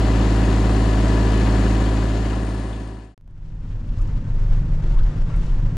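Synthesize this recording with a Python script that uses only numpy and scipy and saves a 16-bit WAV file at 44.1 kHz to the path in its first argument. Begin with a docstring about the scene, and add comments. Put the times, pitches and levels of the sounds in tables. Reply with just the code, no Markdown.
"""A three-cylinder diesel mini excavator digs at steady throttle a few metres away. Its firings puff
from the exhaust and knock in the block; fan, pump and gears whine, oil hisses through the valves and
the bucket clanks. It fades out, and the cab of a heavy truck on a gravel road fades in: bumps and ruts
make the cab heave and boom, the engine drones, tyres crunch, and loose trim squeaks and rattles."""
import sys
import numpy as np
from scipy import signal
from scipy.fft import rfft, irfft
from scipy.io import wavfile
from scipy.ndimage import uniform_filter1d

SR = 44100
rng = np.random.default_rng(int(sys.argv[2]) if len(sys.argv) > 2 else 0)


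def wav_record(signal):
    """Record a signal, one row per channel, as 16-bit PCM in the file named by sys.argv[1]."""
    frames = np.transpose(np.atleast_2d(signal))
    bounded = np.clip(frames, -1, 1)
    # unit amplitude maps onto the largest positive 16-bit level
    quanta = np.round(bounded * 32767).astype(np.int16)
    wavfile.write(sys.argv[1], SR, quanta)


N = 254436
T = np.arange(N) / SR
FREQ = np.maximum(np.arange(N // 2 + 1) * SR / N, 1)
CYCLE_HZ = 54.1 / 3  # the excavator's four-stroke cycle: three firings in each

# exhaust drone: (harmonic of the cycle, relative level [dB])
EXHAUST_HARMONICS = [(1, -32), (2, -31), (3, 4), (4, -43), (5, -60), (6, -2), (7, -23), (8, -21.5),
                     (9, -14), (10, -15), (11, -20.5), (12, -12.5), (13, -19.5), (14, -42), (15, -8),
                     (16, -16), (17, -16.5), (18, -13), (19, -24.5), (20, -24.5), (21, -16.5), (22, -37)]
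def exhaust(cycle, level_db=-15.5):
    """Three firings a cycle give the strong harmonics; unequal cylinders fill in the lines between."""
    drone = 0
    for k, db in EXHAUST_HARMONICS:
        # firing harmonics arrive nearly in step, as sharp puffs; the pipe scatters the others more
        scatter = rng.standard_normal() * (k > 6) * (1 if k % 3 else .5)
        phase = np.pi / 2 * (k > 3) + scatter + .019 * k * walk(9)
        drone += undb(db) * np.sin(2 * np.pi * k * cycle + phase)
    return undb(level_db) * unit(drone)

# three unequal firings, with piston slap and valve gear between: (position [cycles], accent [dB])
BLOW_PATTERN = [(0, -3), (.065, -8), (.17, -2), (0.334, -2.5), (0.448, -4), (.67, -1), (0.744, -5.5),
                (.85, -3.5)]
def blows(cycle, decay):
    """Force on the block: each blow hits suddenly and dies away, with decay given in cycles."""
    return unit(sum(undb(db) * np.exp(-((cycle - at) % 1) / decay) for at, db in BLOW_PATTERN))

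# body of the engine block and covers: (frequency [Hz], gain [dB])
BLOCK_EQ = [(90, 4.5), (140, -1.5), (210, 4.5), (300, 1), (400, -2.5), (560, -4.5), (750, -7), (860, -13.5),
            (1020, -8), (1300, -15), (1900, -15.5), (2300, -31.5), (6000, -38.5), (15000, -74)]
def knock(cycle, level_db=-28, decay=.04):
    """Combustion and piston slap strike the block in nearly the same way every cycle."""
    size = int(SR / CYCLE_HZ)
    one_cycle = rfft(rng.standard_normal((2, size)) * (.25 + blows(np.arange(size) / size, decay)))
    flat = unit(irfft(one_cycle / abs(one_cycle), size))  # sharp blows feed all harmonics evenly
    loop = flat[:, (cycle % 1 * size).astype(int)]
    strength = undb(.5 * walk(47))
    fresh = unit(noise() * (5.3 + blows(cycle, decay)) * strength)
    loop_share = .63 / (1 + (FREQ / 1100) ** 2)  # timing play blurs the repetition in the treble
    above_exhaust = 1 / (1 + (380 / FREQ) ** 12)
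    repeating = rfft(loop * strength) * np.sqrt(loop_share) * above_exhaust
    varying = rfft(fresh) * np.sqrt(1 - loop_share)
    return undb(level_db) * colour(irfft(repeating + varying, N), BLOCK_EQ)

# tone of the ticking through the covers: (frequency [Hz], gain [dB])
COVER_EQ = [(550, 10), (1000, 6), (1900, -8), (2900, -6.5), (3600, -16), (4400, -15.5), (7000, -31.5)]
def clatter(cycle, level_db=-37.5):
    """Injectors and valve gear tick through the covers, no two ticks quite alike."""
    return undb(level_db) * colour(noise() * undb(walk(45)) * blows(cycle, decay=.051), COVER_EQ)

# fan hum: (harmonic of the blade rate, level [dB])
FAN_HARMONICS = [(2, -31), (3, -49), (4, -37)]
def cooling_fan(cycle, blades_per_cycle=5.358):
    """The passing blades chop the air into a hum."""
    return partials(cycle * blades_per_cycle, FAN_HARMONICS, flutter_db=1.75, waver_rad=.051)

# pump whine: (harmonic of the cycle, level before the load swell [dB])
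PUMP_HARMONICS = [(25, -47), (34, -55), (36, -46), (42, -44.5), (51, -49), (54, -44.5), (66, -55),
                  (96, -53)]
# load swell as the arm reaches down and bites: (time [s], gear whine boost [dB])
LOAD_SWELL = [(0, -3), (0.85, -2.5), (1.24, 6.5), (1.6, 1.5), (3.05, 3)]
def pump_and_gear(cycle, gear_db=-48, teeth_per_cycle=95.23, pump_follows=.24):
    """The gear whine swells with the load; the pump whine follows by a share of those decibels."""
    load_db, = curves(LOAD_SWELL)
    shaft = cycle + .0017 * walk(18)  # play in the coupling roughens the whine
    pump = partials(shaft, PUMP_HARMONICS, flutter_db=3, waver_rad=.93)
    gear = partials(cycle * teeth_per_cycle, [(1, gear_db)], flutter_db=0, waver_rad=.31)
    throb = 1 + .23 * np.cos(2 * np.pi * cycle)  # the gear runs slightly off centre
    return undb(pump_follows * load_db) * pump + undb(load_db) * throb * gear

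# hiss of hoses and spools: (frequency [Hz], gain [dB])
OIL_EQ = [(1200, -2), (2200, 0.5), (2800, 1.5), (3500, -1), (4400, -0.5), (5800, -7.5), (7200, -7.5),
          (8200, -13), (9300, -14), (10500, -22), (13000, -56), (15000, -57)]
# ring of valves and pipes: (frequency [Hz], width [Hz], gain [dB])
PIPE_MODES = [(1870, 44, -11), (2005, 55, 3.5), (2523, 26, 4.5), (2864, 67, 0.5), (4300, 88, -3.5),
              (6520, 23, 0), (7040, 65, -2.5), (7350, 100, -9.5), (7640, 85, -17), (9300, 55, -20)]
def oil_flow(cycle, hiss_db=-39.5, ring_db=-45.5):
    """Rushing oil hisses in time with the pistons and sets the pipes ringing."""
    ripple = 1 + .1 * np.cos(2 * np.pi * 3 * cycle)
    hiss = colour(noise() * ripple * undb(.7 * walk(60)), OIL_EQ)
    return undb(hiss_db) * hiss + undb(ring_db) * resonate(noise(), PIPE_MODES)

# valve whistle: (frequency [Hz], width [Hz], gain [dB])
VALVE_MODES = [(6430, 44, 1), (8740, 99, 16), (9100, 35, 3), (9250, 55, -5), (9000, 35, -9)]
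# lever moves: (time [s], new whistle level [dB])
LEVER_CUES = [(0.27, -58), (1.0, -59), (2.4, -50.5), (2.78, -51)]
def control_valve(shut_db=-85, travel_s=.12):
    """The valve's whistle ramps to a new level with each lever move and holds."""
    level_db = previous_db = shut_db
    for s, db in LEVER_CUES:
        level_db += (db - previous_db) * np.clip((T - s) / travel_s + .5, 0, 1)
        previous_db = db
    return undb(level_db) * resonate(noise(), VALVE_MODES)

# teeth scraping on stones: (time [s], length [s], pitch [Hz], level [dB])
SCRAPE_CUES = [(2.303, 0.016, 2000, -46), (2.722, 0.029, 3080, -41)]
# pins and bucket knocking: (time [s], level [dB])
CLANK_CUES = [(1.408, -29), (1.474, -28), (2.253, -28.5), (2.309, -31)]
# struck steel of the arm: (frequency [Hz], gain [dB])
STEEL_EQ = [(550, 5), (1000, -8), (1900, 3), (3000, -14), (5000, -11)]
def bucket():
    """The bucket scrapes over stones and clanks on its pins."""
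    scrapes = bursts(SCRAPE_CUES, sharpness=2.8, rough_db=5)
    return scrapes + decays(CLANK_CUES, decay_s=.0068) * colour(noise(), STEEL_EQ)

# mid-pitched knocks: (time [s], length [s], pitch [Hz], level [dB])
SHORT_KNOCK_CUES = [(2.322, 0.027, 1100, -32), (2.366, .008, 670, -30)]
def short_knocks():
    """Two short mid-pitched knocks sound over the running engine."""
    return bursts(SHORT_KNOCK_CUES, sharpness=2.8, rough_db=2)

# outdoor stereo image: (frequency [Hz], left over right [dB], scattered over direct [dB], left lead [rad])
SITE_IMAGE = [(98, -14.5, -51, 0), (420, 4, -42, 0.079), (850, 8, -4, -0.058), (1300, 7.5, -9, 0.24),
              (3100, 10, -9, -0.75), (4930, 1, -6.5, 0.44), (7800, 8.5, -5.5, 0.8),
              (10500, 1.5, -9.5, 0.094), (13000, 7, 3, 0)]
def excavator(speed_drift=.0011):
    """The governor holds the speed, and one engine cycle times all the turning parts."""
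    cycle = .13 + np.cumsum(CYCLE_HZ * (1 + speed_drift * walk(3))) / SR
    whines = cooling_fan(cycle) + pump_and_gear(cycle)
    hydraulics = oil_flow(cycle) + control_valve()
    hits = bucket() + short_knocks() + knock(cycle) + clatter(cycle)
    return place(hydraulics + hits, exhaust(cycle) + whines, SITE_IMAGE)

# bumps in the road: (time [s], rocking rate [Hz], peak level [dB])
BUMP_CUES = [(3.986, 28.7, -8), (4.316, 20.4, -13), (4.376, 30.5, -15), (4.502, 25, -9), (4.703, 36, -14.5),
             (4.832, 24, -10), (4.955, 20, -9.5), (5.018, 31.5, -11.5), (5.486, 23.4, -13)]
def bumps(rise_s=.026):
    """Each bump rocks the cab on its mounts; gives the swing and the bumps' envelope (0-1)."""
    swing = envelope = 0
    for s, hz, db in BUMP_CUES:
        age = np.maximum(T - s, 0)
        swell = age / rise_s * np.exp(1 - age / rise_s)
        swing += undb(db) * swell * np.sin(2 * np.pi * hz * age)
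        envelope = np.maximum(envelope, swell)
    return swing, envelope

# the cab's sub-bass heave and hollow boom: (frequency [Hz], gain [dB])
HEAVE_EQ = [(10, -9.5), (19, -5), (26, -2), (35, -0.5), (43, -5.5), (56, -25.5), (80, -25)]
BOOM_EQ = [(45, 0), (62, -3), (85, -1), (115, -.5), (150, -5.5), (200, -14.5), (260, -16.5), (400, -45.5)]
# rutted stretches: (centre time [s], length [s], boom change [dB])
RUT_CUES = [(3.68, 0.1, 2.5), (3.98, 0.67, 3.5), (5.44, 0.14, -1)]
def cab_rumble(bump_envelope, heave_db=-18.5, boom_db=-27):
    """The road makes the cab heave and boom; under a bump the heave ducks 1 dB and the boom 3 dB."""
    heave = undb(heave_db - bump_envelope) * steady(colour(noise(), HEAVE_EQ), window_s=.15)
    boom_gain = undb(boom_db + humps(RUT_CUES) - 3 * bump_envelope)
    return heave + boom_gain * steady(colour(noise(), BOOM_EQ), window_s=.041)

# low thumps: (time [s], length [s], pitch [Hz], level [dB])
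THUMP_CUES = [(3.8, 0.055, 221, -30), (3.905, .045, 200, -35.5), (4.6, .07, 130, -24.5),
              (5.15, .085, 107, -26.5), (5.715, .05, 163, -32)]
def suspension():
    """The suspension thumps in short, dull bursts."""
    return bursts(THUMP_CUES, sharpness=1.88, rough_db=0)

# weak bed of the drone: (crank order, relative level [dB])
WEAK_ORDERS = [(3, -22.5), (5, -14.5), (7.5, -22)]
# the drone shifts with the load: (time [s], order 4 boost [dB], order 6 boost [dB])
ORDER_SWAY = [(3.6, 0, 2.5), (3.95, 1, -8), (4.35, 2.5, -4.5), (4.65, 1, 6), (4.9, -7, -3.5),
              (5.2, -3.5, 3.5), (5.45, -1, -1), (5.7, 4.5, -0.5)]
def truck_engine(turns, level_db=-28):
    """The engine drones on two strong crank orders that swell and sink over weaker ones."""
    fourth_db, sixth_db = curves(ORDER_SWAY)
    fourth = undb(fourth_db) * partials(turns, [(4, -2.5)], flutter_db=1.5, waver_rad=.06)
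    sixth = undb(sixth_db) * partials(turns, [(6, -7.5)], flutter_db=0, waver_rad=.087)
    bed = partials(turns, WEAK_ORDERS, flutter_db=6.5, waver_rad=.067)
    return undb(level_db) * (fourth + sixth + bed)

# transmission whine: (crank order, level [dB])
GEARBOX_ORDERS = [(36, -65)]
def gearbox(turns):
    """The transmission whines faintly in step with the crank."""
    return partials(turns, GEARBOX_ORDERS, flutter_db=4, waver_rad=.83)

# low crunch and bright grit: (frequency [Hz], gain [dB])
GRAVEL_EQ = [(230, -3.5), (320, 3), (420, -4.5), (520, -3.5), (780, -11), (930, -8.5), (1300, -13),
             (1800, -14.5), (2600, -22)]
GRIT_EQ = [(2000, -3.5), (2700, 3), (3600, -1.5), (5200, -4), (7500, -8), (9000, -16.5), (12500, -25.5),
           (15000, -28.5)]
# patches of loose stones: (centre time [s], length [s], grit boost [dB])
PATCH_CUES = [(3.47, 0.12, 4), (3.67, 0.12, 3), (3.97, 0.17, 4.5), (4.42, 0.24, 0.5), (4.9, 0.12, 1),
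              (5.2, 0.1, 1.5), (5.45, 0.14, 4.5)]
def tyres(gravel_db=-43, grit_db=-57, gravel_follows=.34):
    """Stones crunch under the tyres; loose patches lift the grit more than the low crunch."""
    loose_db = humps(PATCH_CUES)
    crunch = undb(walk(52) + .96 * walk(13))
    gravel = colour(noise() * crunch, GRAVEL_EQ)
    grit = colour(noise() * crunch * undb(.57 * walk(600)), GRIT_EQ)
    return undb(gravel_db + gravel_follows * loose_db) * gravel + undb(grit_db + loose_db) * grit

# panel shudders: (time [s], length [s], level [dB])
SHUDDER_CUES = [(4.016, .07, -39), (4.318, 0.066, -41), (4.828, .085, -42)]
def loose_panel(hz=323):
    """A loose panel shudders at its one resonance."""
    return bursts([(s, length, hz, db) for s, length, db in SHUDDER_CUES], sharpness=2.8, rough_db=2)

# rattles: (time [s], length [s], pitch [Hz], level [dB])
RATTLE_CUES = [(3.44, .04, 4500, -60), (3.7, 0.038, 3060, -52.5), (3.887, 0.013, 2800, -49),
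               (3.98, 0.016, 5600, -53), (4.008, .025, 6770, -54), (4.07, 0.013, 5570, -55),
               (4.976, 0.03, 3300, -52), (5.025, .022, 4220, -54), (5.358, .016, 8400, -57.5),
               (5.455, .02, 6000, -59)]
def fittings():
    """Loose fittings rattle in short, bright bursts."""
    return bursts(RATTLE_CUES, sharpness=1.7, rough_db=.5)

# squeaks: (time [s], length [s], start pitch [Hz], end pitch [Hz], tremble [share of pitch], level [dB])
SQUEAK_CUES = [(3.991, 0.023, 1240, 1250, 0.077, -43.5), (4.955, 0.059, 1010, 1405, 0.15, -45),
               (5.295, 0.018, 1160, 1180, 0.077, -43.5), (5.298, 0.076, 1358, 1350, 0.015, -49.5),
               (5.332, 0.028, 2120, 2050, .06, -52)]
def trim_squeaks(overtone_db=-19):
    """Trim sticks and slips: a short gliding tone whose pitch trembles."""
    out, tremble = np.zeros(N), walk(350)
    for s, length, from_hz, to_hz, depth, db in SQUEAK_CUES:
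        start, size = int(s * SR), int(length * SR)
        hz = np.linspace(from_hz, to_hz, size) * (1 + depth * tremble[start:start + size])
        phase = 2 * np.pi * np.cumsum(hz) / SR
        tone = np.sin(phase) + undb(overtone_db) * np.sin(2 * phase)
        out[start:start + size] += undb(db) * np.sqrt(2 * arch(size)) * tone
    return out * undb(.5 * walk(120))

def flung_stones(per_s=7.6, hz=3800, level_db=-61, range_db=4, length_s=.0082):
    """Stones tick against the chassis at random moments, each with its own pitch and strength."""
    cues = []
    for when, pitch, strength in rng.random((int(per_s * T[-1]), 3)):
        s = when * (T[-1] - 2 * length_s)
        cues.append((s, length_s, hz * 2 ** (pitch - .5), level_db + range_db * (strength - .5)))
    return bursts(cues, sharpness=1.2, rough_db=2)

# faint clicks: (time [s], level before the fader [dB])
CLICK_CUES = [(3.310, -47), (3.55, -49), (3.877, -49), (4.044, -55), (4.077, -53), (4.311, -52),
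              (4.344, -54), (5.362, -51)]
# bright tone of the clicks: (frequency [Hz], gain [dB])
CLICK_EQ = [(3500, 0), (7000, 5), (11000, 1), (15000, -4)]
def faint_clicks():
    """Faint bright clicks come as the sound fades in, and one later."""
    return decays(CLICK_CUES, decay_s=.00071) * colour(noise(), CLICK_EQ)

# truck engine speed: (time [s], crank speed [turns/s])
CRANK_SPEED = [(3.3, 26), (3.9, 25), (4.6, 25.5), (5.1, 25), (5.75, 26.5)]
# cab stereo image: (frequency [Hz], left over right [dB], scattered over direct [dB], left lead [rad])
CAB_IMAGE = [(100, 0.4, -32.5, 0), (300, 1.2, -18, 0.058), (700, 2.7, -10.5, -0.26),
             (1400, 4.0, -10, -0.62), (2600, 6.4, -3.5, -0.65), (5000, 2, -6, .3), (7500, 5.6, -3, .35),
             (10500, 1.0, -5, 0), (13000, 8.9, 4, 0)]
def truck():
    """Road, engine and loose trim, all heard from inside the rocking cab."""
    turns = np.cumsum(curves(CRANK_SPEED)[0]) / SR
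    swing, bump_envelope = bumps()
    rumble = cab_rumble(bump_envelope) + suspension()
    drone = truck_engine(turns) + gearbox(turns)
    detail = tyres() + loose_panel() + fittings() + faint_clicks() + flung_stones()
    return place(rumble + detail, swing + drone + trim_squeaks(), CAB_IMAGE)

# soft ticks as the ride fades in: (time [s], level [dB])
TICK_CUES = [(3.178, -41), (3.2115, -48), (3.245, -58.5), (3.278, -45), (3.379, -47), (3.678, -51)]
def soft_ticks():
    """Each tick is a small jump in pressure that relaxes."""
    return -decays(TICK_CUES, decay_s=.0038)

def undb(db):
    """Decibels to gain."""
    return 10 ** (np.asarray(db) / 20)

def unit(x):
    """Scale to rms 1."""
    return x / np.sqrt(np.mean(x ** 2))

def noise():
    """Two unrelated noises: the direct and the scattered sound."""
    return rng.standard_normal((2, N))

def walk(hz):
    """Smooth random modulation of rms 1, rolling off above hz."""
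    return unit(irfft(rfft(rng.standard_normal(N)) * np.exp(-(FREQ / hz) ** 2), N))

def curves(rows):
    """A table's columns as automation over time."""
    s, *columns = np.transpose(rows)
    return [np.interp(T, s, c) for c in columns]

def over_freq(rows):
    """A table's columns on a log-frequency axis."""
    hz, *columns = np.transpose(rows)
    return [np.interp(np.log(FREQ), np.log(hz), c) for c in columns]

def colour(x, eq):
    """Apply an EQ curve that falls away steeply past its ends; rms 1."""
    ends = (1 + (eq[0][0] / FREQ) ** 8) * (1 + (FREQ / eq[-1][0]) ** 8)
    return unit(irfft(rfft(x) * undb(over_freq(eq)[0]) / np.sqrt(ends), N))

def resonate(x, modes):
    """Ring a bank of resonances; rms 1."""
    response = sum(undb(db) / (1 + 1j * hz / width * (FREQ / hz - hz / FREQ)) for hz, width, db in modes)
    return unit(irfft(rfft(x) * response, N))

def steady(x, window_s):
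    """Even out the slow swells of a narrow noise."""
    size = int(window_s * SR)
    power = uniform_filter1d(uniform_filter1d(x ** 2, size), size)
    return x / np.sqrt(power + 1e-6)

def partials(turns, orders, flutter_db, waver_rad):
    """Tones of a turning shaft, each unsteady in level and phase."""
    out = 0
    for k, db in orders:
        gain = np.sqrt(2) * undb(db + flutter_db * walk(1.5))
        out += gain * np.sin(2 * np.pi * (k * turns + rng.random()) + waver_rad * walk(5.8))
    return out

def arch(size):
    """Half-sine envelope."""
    return np.sin(np.pi * np.arange(size) / size)

def bursts(cues, sharpness, rough_db):
    """Short spells of chattering band noise; more sharpness narrows the band."""
    out, edge = np.zeros((2, N)), 1 + .5 / sharpness
    for s, length, hz, db in cues:
        band = signal.butter(2, [hz / edge, min(hz * edge, .45 * SR)], "band", fs=SR, output="sos")
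        ring = signal.sosfilt(band, rng.standard_normal((2, SR // 5)))
        start, size = int(s * SR), int(length * SR)
        out[:, start:start + size] += undb(db) * unit(ring[:, -size:]) * arch(size)
    return out * undb(rough_db * walk(250))

def decays(cues, decay_s):
    """An instant attack and a fast fall for each hit."""
    return sum(undb(db) * (T >= s) * np.exp(-abs(T - s) / decay_s) for s, db in cues)

def humps(cues):
    """Bell-shaped level changes in dB, one for each stretch of road."""
    return sum(db * np.exp(-(2 * (T - s) / length) ** 2) for s, length, db in cues)

def place(noises, tones, image):
    """Pan each frequency by the stereo image; scattered sound differs between the ears."""
    lean_db, scatter_db, lead = over_freq(image)
    # long waves reach both ears nearly alike
    lean_db = lean_db / (1 + (200 / FREQ) ** 4) + .25 / (1 + FREQ / 200)
    direct, scattered = rfft(noises)
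    sides, scatter = np.array([[1], [-1]]), undb(scatter_db)
    ears = rfft(tones) + (direct + sides * scatter * scattered) / np.sqrt(1 + scatter ** 2)
    gains = undb(sides * lean_db / 2)
    return irfft(ears * gains / gains.mean(axis=0) * np.exp(1j * sides * lead / 2), N)

# fader from the dig to the ride: (time [s], gain [linear])
FADER = [(1.66, 1), (3.144, .012), (3.146, 0), (3.177, 0), (3.179, .016), (4.66, 1)]
def scene(switch_s=3.16):
    """The dig fades to silence and the ride fades in."""
    return curves(FADER)[0] * np.where(T < switch_s, excavator(), truck()) + soft_ticks()

def record(dry, top_hz=15200):
    """A steep low-pass cuts the highest treble."""
    return signal.sosfilt(signal.ellip(8, .2, 70, top_hz, fs=SR, output="sos"), dry)

dry = scene()
out = record(dry)
wav_record(out)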